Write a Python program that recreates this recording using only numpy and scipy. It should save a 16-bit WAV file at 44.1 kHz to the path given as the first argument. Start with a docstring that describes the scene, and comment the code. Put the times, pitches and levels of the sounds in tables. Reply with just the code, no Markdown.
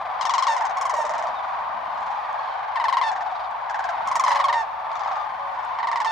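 """Sandhill cranes over a wide river

A few near cranes bugle: a rattle of short falling notes, about 23 a second, often closed by one long
sagging note. Membranes in each bird's voice box buzz, and its windpipe and bill shape the tone.
Birds further out answer, hundreds more merge into a chorus, and the calls echo off brush and banks.
Under it all lie a low rumble, a faint hiss, a thin whistle and a few ticks."""
import sys
import numpy as np
from scipy import signal
from scipy.fft import rfft, irfft, next_fast_len
from scipy.io import wavfile

SR = 44100
rng = np.random.default_rng(int(sys.argv[2]) if len(sys.argv) > 2 else 0)


def dump_mix(stems):
    """Bounce the given channels to the path in sys.argv[1] as a 16-bit WAV at rate SR."""
    frames = np.atleast_2d(stems).T  # one column per channel
    limited = np.clip(frames, -1, 1)  # hard clip at full scale
    pcm = np.round(limited * 32767).astype(np.int16)
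    wavfile.write(sys.argv[1], SR, pcm)


N = 269451
TOP_HZ = 15800  # upper limit of the treble

# Tone of the open air's rumble and hiss: frequency_hz, gain_db
AIR_TONE = [(20, -18), (45, -3), (70, 0.5), (100, -1), (200, -7), (350, -8), (1000, -20), (4000, -40.5),
            (9000, -36), (15500, -34.5)]
# Faint, distant swells of rumble: peak_time_s, level_db
DISTANT_RUMBLES = [(1.201, -59.5), (1.898, -57.5), (4.08, -61)]
# Tone of those swells: frequency_hz, gain_db
RUMBLE_TONE = [(90, -20), (190, 1), (300, -4), (600, -26.5), (2000, -63.5)]
# Small dry ticks: start_s, relative_peak_db
DRY_TICKS = [(2.0073, -42), (2.328, -40.5), (3.5109, -44), (5.6505, -39)]
# How the far flock grows louder and softer: time_s, level_db
FLOCK_LEVELS = [(0, -26.5), (.5, -26.5), (1.1, -27.5), (2.1, -27), (2.45, -28), (3.6, -28), (4, -26.5),
                (4.4, -26), (4.72, -31), (5.1, -27), (5.38, -30), (5.7, -27), (6.11, -31)]
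# Tone of the far flock: frequency_hz, gain_db
FLOCK_TONE = [(200, -65), (380, -21), (480, -8), (580, -16.5), (720, -5), (880, -1.5), (1060, -2),
              (1250, -9), (1500, -11), (2100, -17.5), (2700, -22.5), (3900, -24), (6000, -33.5),
              (8500, -43)]
# How a crane's windpipe and bill shape its overtones: frequency_hz, gain_db
THROAT_TONE = [(1400, -9), (1820, -10.5), (2150, -20), (2750, -20.5), (3200, -17), (3650, -15), (4500, -21),
               (5100, -15), (6300, -18), (7400, -23), (8400, -33), (10500, -43.5), (15000, -65)]
# In the calls below, presence is the low treble (3300-4500 Hz) and brilliance the high (5700-7500 Hz).
# Rattles of birds further out: start_s, end_s, note_count, pitch_hz, gain_db, presence_db, brilliance_db
ANSWER_CALLS = [(.59, .695, 3, 804, -25, -24, -40), (.931, 1.096, 4, 670, -24, -31, -36),
                (1.14, 1.285, 4, 726, -25.5, -27.5, -35), (1.451, 1.605, 4, 1110, -29, -29, -33),
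                (1.974, 2.145, 5, 838, -28.5, -26, -29), (2.385, 2.518, 4, 1120, -31, -12, -32),
                (3.102, 3.312, 5, 840, -25, -21, -32), (3.352, 3.436, 3, 799, -31, -10, -29),
                (5.005, 5.164, 4, 838, -24, -26, -33), (5.545, 5.669, 4, 1060, -33, -21, -26)]
# Long notes; high ones close a rattle, low ones are faint held undertones beneath the calls.
# start_s, length_s, pitch_hz, gain_db, presence_db, brilliance_db, pan_db (left minus right)
LONG_NOTES = [(0.479, .084, 918, -19.5, -24, -25.5, 2.5), (0.462, 0.13, 579.4, -33, -48, -38, -2.5),
              (0.625, 0.037, 958, -24, -41, -40, -1), (.8, 0.075, 508.5, -40.5, -46, -48, -1),
              (0.958, .093, 940, -23.5, -30.5, -24.5, -1), (3.026, 0.089, 909, -20, -22.5, -33, 2.5),
              (4.254, 0.097, 1015, -18, -30, -31.5, -5), (4.271, 0.19, 569.3, -34, -50, -48, -5.5),
              (4.452, .15, 587, -34, -43, -36, -3), (4.544, .1, 927.6, -20, -28.5, -33.5, 0),
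              (5.085, 0.22, 1236, -33.5, -31, -40, 14.5), (5.37, 0.22, 564.5, -41, -38, -46, -6),
              (6.058, 0.14, 904.4, -20, -22, -31, 0)]
# Near rattles. Swell and brighten are changes from first note to last; top lifts or dulls the top octave.
# start_s, end_s, note_count, pitch_hz, fall_s, gain_db, swell_db, presence_db, brilliance_db,
# brighten_db, top_db, flutter (0 to 1), pan_db
NEAR_CALLS = [(0.2097, 0.467, 7, 1096, 0.0285, -12, 4, -16.5, -21.5, 0.5, 2.5, 0.76, 4),
              (0.564, 0.694, 4, 1077, 0.0231, -17, -7, -25.5, -22.5, 1.5, 1, 0.7, .5),
              (0.769, 0.937, 5, 1151, 0.018, -16, 2.5, -25, -22, -4.5, 7.5, 0.2, 1),
              (1.05, 1.268, 6, 986, 0.028, -21.5, -0.5, -22, -21, -4, -3, 0.92, -0.5),
              (2.7562, 3.012, 7, 1076, 0.0281, -11, 4, -23, -36.5, 2, 14.5, 0.38, 2.5),
              (3.1146, 3.207, 3, 924, 0.0264, -22, -4.5, -27.5, -26, 0, -14.5, 1, 0.5),
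              (3.695, 3.888, 5, 886, 0.0213, -20, 1.5, -25, -28.5, -1, 4, 0.06, 0),
              (4.0723, 4.279, 6, 1150, 0.0168, -11, 5.5, -25.5, -24, 3, 9.5, 0.56, 0),
              (4.263, 4.39, 4, 1024, 0.0239, -12.5, -5, -22, -33, 5, 9, 0.5, 1.5),
              (4.3147, 4.526, 6, 1116, 0.0226, -11.5, 2.5, -19.5, -29.5, -5, 10.5, 0.4, 0),
              (4.914, 5.198, 8, 1247, 0.025, -23, -1, -21.5, -29.5, -3, -23, 0.7, 5),
              (5.786, 6.0452, 7, 1072, 0.0278, -12.5, 3, -23.5, -34.5, 12.5, 8, 0.6, -1.5)]


def undb(db):
    """Turn decibels into a number to multiply by."""
    return 10 ** (np.asarray(db) / 20)


def level(x, db):
    """Set a sound's average (rms) level."""
    return x * undb(db) / np.sqrt(np.mean(x ** 2))


def gain_at(hz, points):
    """Look up the gain at a frequency in a tone table."""
    table_hz, db = np.transpose(points)
    return undb(np.interp(np.log(hz + 1), np.log(table_hz), db))


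def colour(x, points):
    """Filter a sound with a tone table."""
    size = next_fast_len(N + 4096)
    hz = np.arange(size // 2 + 1) * SR / size
    return irfft(rfft(x, size) * gain_at(hz, points), size)[..., :N]


def wander(count, rate):
    """A random curve that drifts to a new value rate times a second, for up to 256 values."""
    return np.interp(np.arange(count) * rate / SR, np.arange(256), rng.standard_normal(256))


def add(out, start_s, sound, pan_db=0):
    """Mix a sound into both channels; a positive pan moves it left."""
    start = int(start_s * SR)
    a, b = max(start, 0), min(start + len(sound), N)
    if b > a:
        out[:, a:b] += undb([[pan_db / 2], [-pan_db / 2]]) * sound[a - start:b - start]


def open_air(air_db=-59, side_db=-14):
    """Low rumble and faint hiss, nearly the same at both ears, with a few soft distant swells."""
    middle, side = colour(rng.standard_normal((2, N)), AIR_TONE)
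    air = level(middle + undb(side_db) * side * np.array([[1], [-1]]), air_db)
    air *= undb(wander(N, 3.6))
    rumble = level(colour(rng.standard_normal(N), RUMBLE_TONE), 0)
    t = np.arange(N) / SR
    swells = sum(undb(db) * np.exp(-((t - peak_s) / 0.27) ** 2) for peak_s, db in DISTANT_RUMBLES)
    return air + rumble * swells


def thin_whistle(peak_db=-46):
    """One faint, short whistle that slides down in pitch."""
    out = np.zeros((2, N))
    progress = np.linspace(0, 1, int(.07 * SR))
    hz = (3900 - 500 * progress) * (1 + 0.015 * wander(len(progress), 450))
    tone = np.sin(2 * np.pi * np.cumsum(hz) / SR)
    add(out, 1.345, undb(peak_db) * np.sin(np.pi * progress) * tone, pan_db=3)
    return out


def dry_ticks(gain_db=-7, fade_s=0.00097):
    """Tiny snaps of high noise that die away at once."""
    out = np.zeros((2, N))
    treble = signal.butter(4, [6000, 8800], "band", fs=SR, output="sos")
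    for start_s, db in DRY_TICKS:
        snap = rng.standard_normal(400) * np.exp(-np.arange(400) / SR / fade_s)
        snap = signal.sosfilt(treble, snap)
        add(out, start_s, undb(db + gain_db) * snap / np.abs(snap).max())
    return out


def echoes(x, echo_db, decay_s, dull_hz, build_s):
    """Brush and banks scatter sound into echoes that build up and fade, differently at each ear."""
    t = np.arange(SR) / SR
    tail = rng.standard_normal((2, SR)) * undb(-60 * t / decay_s) * np.minimum(t / build_s, 1) ** 2
    tail = signal.sosfilt(signal.butter(1, dull_hz, fs=SR, output="sos"), tail)
    tail *= undb(echo_db) / np.sqrt(np.sum(tail ** 2) / 2)
    return signal.fftconvolve(x, tail, axes=1)[:, :N]


def far_flock(count=460, spread_db=3, jitter=0.03478, pan_db=2, width_db=4):
    """Hundreds of rattles, each with its own pitch, speed and direction; air and windpipes dull them."""
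    out = np.zeros((2, N))
    t = np.arange(SR // 2) / SR
    swell = np.sin(2 * np.pi * t) ** .5
    for i in range(count):
        delay, tempo, offset = rng.random(3)
        nearness, side = rng.standard_normal(2)
        nearness = np.clip(nearness, -2, 1.5)
        height = (i * (np.sqrt(5) - 1) / 2) % 1  # keeps low and high voices evenly mixed
        cycle = (offset + (18 + 7 * tempo) * t + 0.1204 * wander(len(t), 12)) % 1  # 0 to 1 in each note
        hz = 600 * 2.2 ** height * (1 - .18 * cycle) * (1 - .12 * t)
        hz *= 1 + jitter * wander(len(t), 500)
        phase = (2 * np.pi * np.cumsum(hz) / SR).astype(np.float32)
        # each overtone is a share of the one below; nearer birds keep more
        share = .74 + .07 * nearness
        buzz = np.sin(phase) / (1 + share ** 2 - 2 * share * np.cos(phase))
        push = np.minimum(cycle / 0.062, 1) * np.maximum(1 - cycle / 0.73, 0)
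        start_s = (i + delay) / count * (N / SR + .5) - .5
        add(out, start_s, undb(spread_db * nearness) * swell * push * buzz, width_db * side)
    out += echoes(out, echo_db=-5.5, decay_s=0.92, dull_hz=3820, build_s=0.05)
    db = np.interp(np.arange(N) / SR, *np.transpose(FLOCK_LEVELS))
    return level(colour(out, FLOCK_TONE), 0) * undb(db + np.array([[pan_db], [-pan_db]]) / 2)


def crane_voice(hz, push, presence_db, brilliance_db, jitter, rasp, top_db=-10, base_db=-20, crack=0):
    """Buzzing membranes, shaped by windpipe and bill; a harder push sounds louder and brighter."""
    count = len(hz)
    phase = 2 * np.pi * np.cumsum(hz * (1 + jitter * wander(count, 1394))) / SR
    k = np.arange(2, 18)[:, None]  # overtones lie at these multiples of the pitch
    bill = gain_at(k * hz, [(2000, base_db), (3300, presence_db), (4500, presence_db),
                            (5700, brilliance_db), (7500, brilliance_db), (10500, brilliance_db + top_db)])
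    gains = gain_at(k * hz, THROAT_TONE) * bill / undb(base_db) * (k * hz < TOP_HZ)
    # the membranes rattle, adding noise to each overtone, less to the lowest ones
    noise = np.array([wander(count, 1100) + 1j * wander(count, 1100) for _ in k])
    rough = rasp * np.minimum(k / 4, 1)
    waves = np.imag((1 + rough * noise) * np.exp(1j * (k * phase + k ** 2))) / np.sqrt(1 + rough ** 2)
    overtones = (gains * waves).sum(axis=0)
    # overtones flare as the membranes slam open, and again as the pitch settles
    t = np.arange(count) / SR
    flare = 1 + crack * (np.exp(-((t - .0035) / 0.004) ** 2) + np.exp(-((t - .0175) / 0.0045) ** 2))
    uneven = 1 + 0.039 * np.sin(phase / 2)  # every other cycle is stronger
    return push * (np.sin(phase) + push ** 0.18 * flare * overtones) * uneven


def rattle_note(hz, fall_s, flutter, attack_s=0.0024, drop=0.1402, flutter_hz=132):
    """Pitch and push of one short note: it scoops up into a burst, flutters and settles lower."""
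    length_s = 1.415 * fall_s
    t = np.arange(int(length_s * SR)) / SR
    detune, speed, strength, steepness = rng.standard_normal(4)
    beat = np.cos(2 * np.pi * flutter_hz * (1 + 0.095 * speed) * (t - attack_s))
    depth = np.clip(flutter * (1 + 0.29 * strength), 0, 1) * np.exp(-t / .026)
    burst = np.minimum(t / attack_s, 1) * np.exp(-t / .023)
    release = np.clip((length_s - t) / fall_s * 2, 0, 1)
    push = burst * (1 - depth * (1 - beat) / 2) * release
    fall = drop * (1 + 0.24 * steepness) * np.tanh((t / (.5 * fall_s)) ** 1.816)
    scoop = 0.088 * np.exp(-t / 0.0022)
    slide = 1 - fall + 0.041 * depth * beat - scoop
    return hz * (1 + .018 * detune) * slide, push


def rattle_rhythm(start_s, end_s, notes, slowing=.012, arch_db=2):
    """Time, place (-0.5 to 0.5) and accent of each note; a rattle slows and is loudest mid-way."""
    k = np.arange(notes)
    beats = k + slowing * k * (k - 1) / 2
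    place = np.linspace(-.5, .5, notes)
    accent_db = 0.5 * (k == 0) + arch_db * (np.cos(np.pi * place) - 1) - 0.25 * rng.standard_normal(notes)
    return zip(start_s + (end_s - start_s) * beats / beats[-1], place, accent_db)


def answering_cranes(pan_db=-1.5, width_db=2):
    """Rattles that stand out of the chorus, dulled by distance."""
    out = np.zeros((2, N))
    for start_s, end_s, notes, hz, db, presence_db, brilliance_db in ANSWER_CALLS:
        side_db = pan_db + width_db * rng.standard_normal()
        for note_s, _, accent_db in rattle_rhythm(start_s, end_s, notes):
            pitch, push = rattle_note(hz, fall_s=0.0291, flutter=0.74, attack_s=0.0035, drop=0.1066)
            sound = crane_voice(pitch, push, presence_db, brilliance_db, jitter=0.029, rasp=0.36)
            add(out, note_s, undb(db + accent_db) * sound, side_db)
    return colour(out, [(1200, 6.5), (1700, -3.5)])


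def near_wails(gain_db=-1, high_note_hz=900):
    """Cleaner long notes that tremble and sag as the bird runs out of air; low notes sag less."""
    out = np.zeros((2, N))
    for start_s, length_s, hz, db, presence_db, brilliance_db, pan_db in LONG_NOTES:
        progress = np.linspace(0, 1, int(length_s * SR))
        sag = 1 - min(hz / high_note_hz, 1) ** 3 * (.032 * progress + 0.11 * progress ** 5)
        tremble = (1 + .16 * wander(len(progress), 260)).clip(0)
        push = np.minimum(progress / 0.11, 1) * np.minimum((1 - progress) / 0.31, 1) * tremble
        sound = crane_voice(hz * sag, push, presence_db, brilliance_db, jitter=.011, rasp=.36, top_db=7)
        add(out, start_s, undb(db + gain_db) * sound, pan_db)
    return out


def near_rattles(scatter_db=2.5):
    """Raspy rattles that swell or fade and brighten or dull; some notes crack harder than others."""
    out = np.zeros((2, N))
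    for (start_s, end_s, notes, hz, fall_s, db, swell_db, presence_db, brilliance_db,
         brighten_db, top_db, flutter, pan_db) in NEAR_CALLS:
        for note_s, place, accent_db in rattle_rhythm(start_s, end_s, notes):
            bright_db = brighten_db * place + scatter_db * rng.standard_normal()
            pitch, push = rattle_note(hz, fall_s, flutter)
            sound = crane_voice(pitch, push, presence_db + 0.26 * bright_db, brilliance_db + bright_db,
                                jitter=0.028, rasp=.7, top_db=top_db, base_db=-12.5, crack=1.3)
            add(out, note_s, undb(db + swell_db * place + accent_db) * sound, pan_db)
    return out


def scene():
    """Near and far cranes and their echoes over the open river."""
    calls = near_rattles() + near_wails() + answering_cranes()
    cranes = colour(calls, [(380, -8.5), (520, -1)])  # thin out the lows below about 500 Hz
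    brush = echoes(cranes, echo_db=-8, decay_s=0.061, dull_hz=10700, build_s=0.004)
    far_bank = echoes(cranes, echo_db=-22.5, decay_s=0.99, dull_hz=2000, build_s=0.017)
    return cranes + brush + far_bank + far_flock() + thin_whistle() + dry_ticks() + open_air()


def record(dry):
    """Cut away the very highest treble."""
    return signal.sosfilt(signal.ellip(8, .2, 70, TOP_HZ, fs=SR, output="sos"), dry)


dry = scene()
out = record(dry)
dump_mix(out)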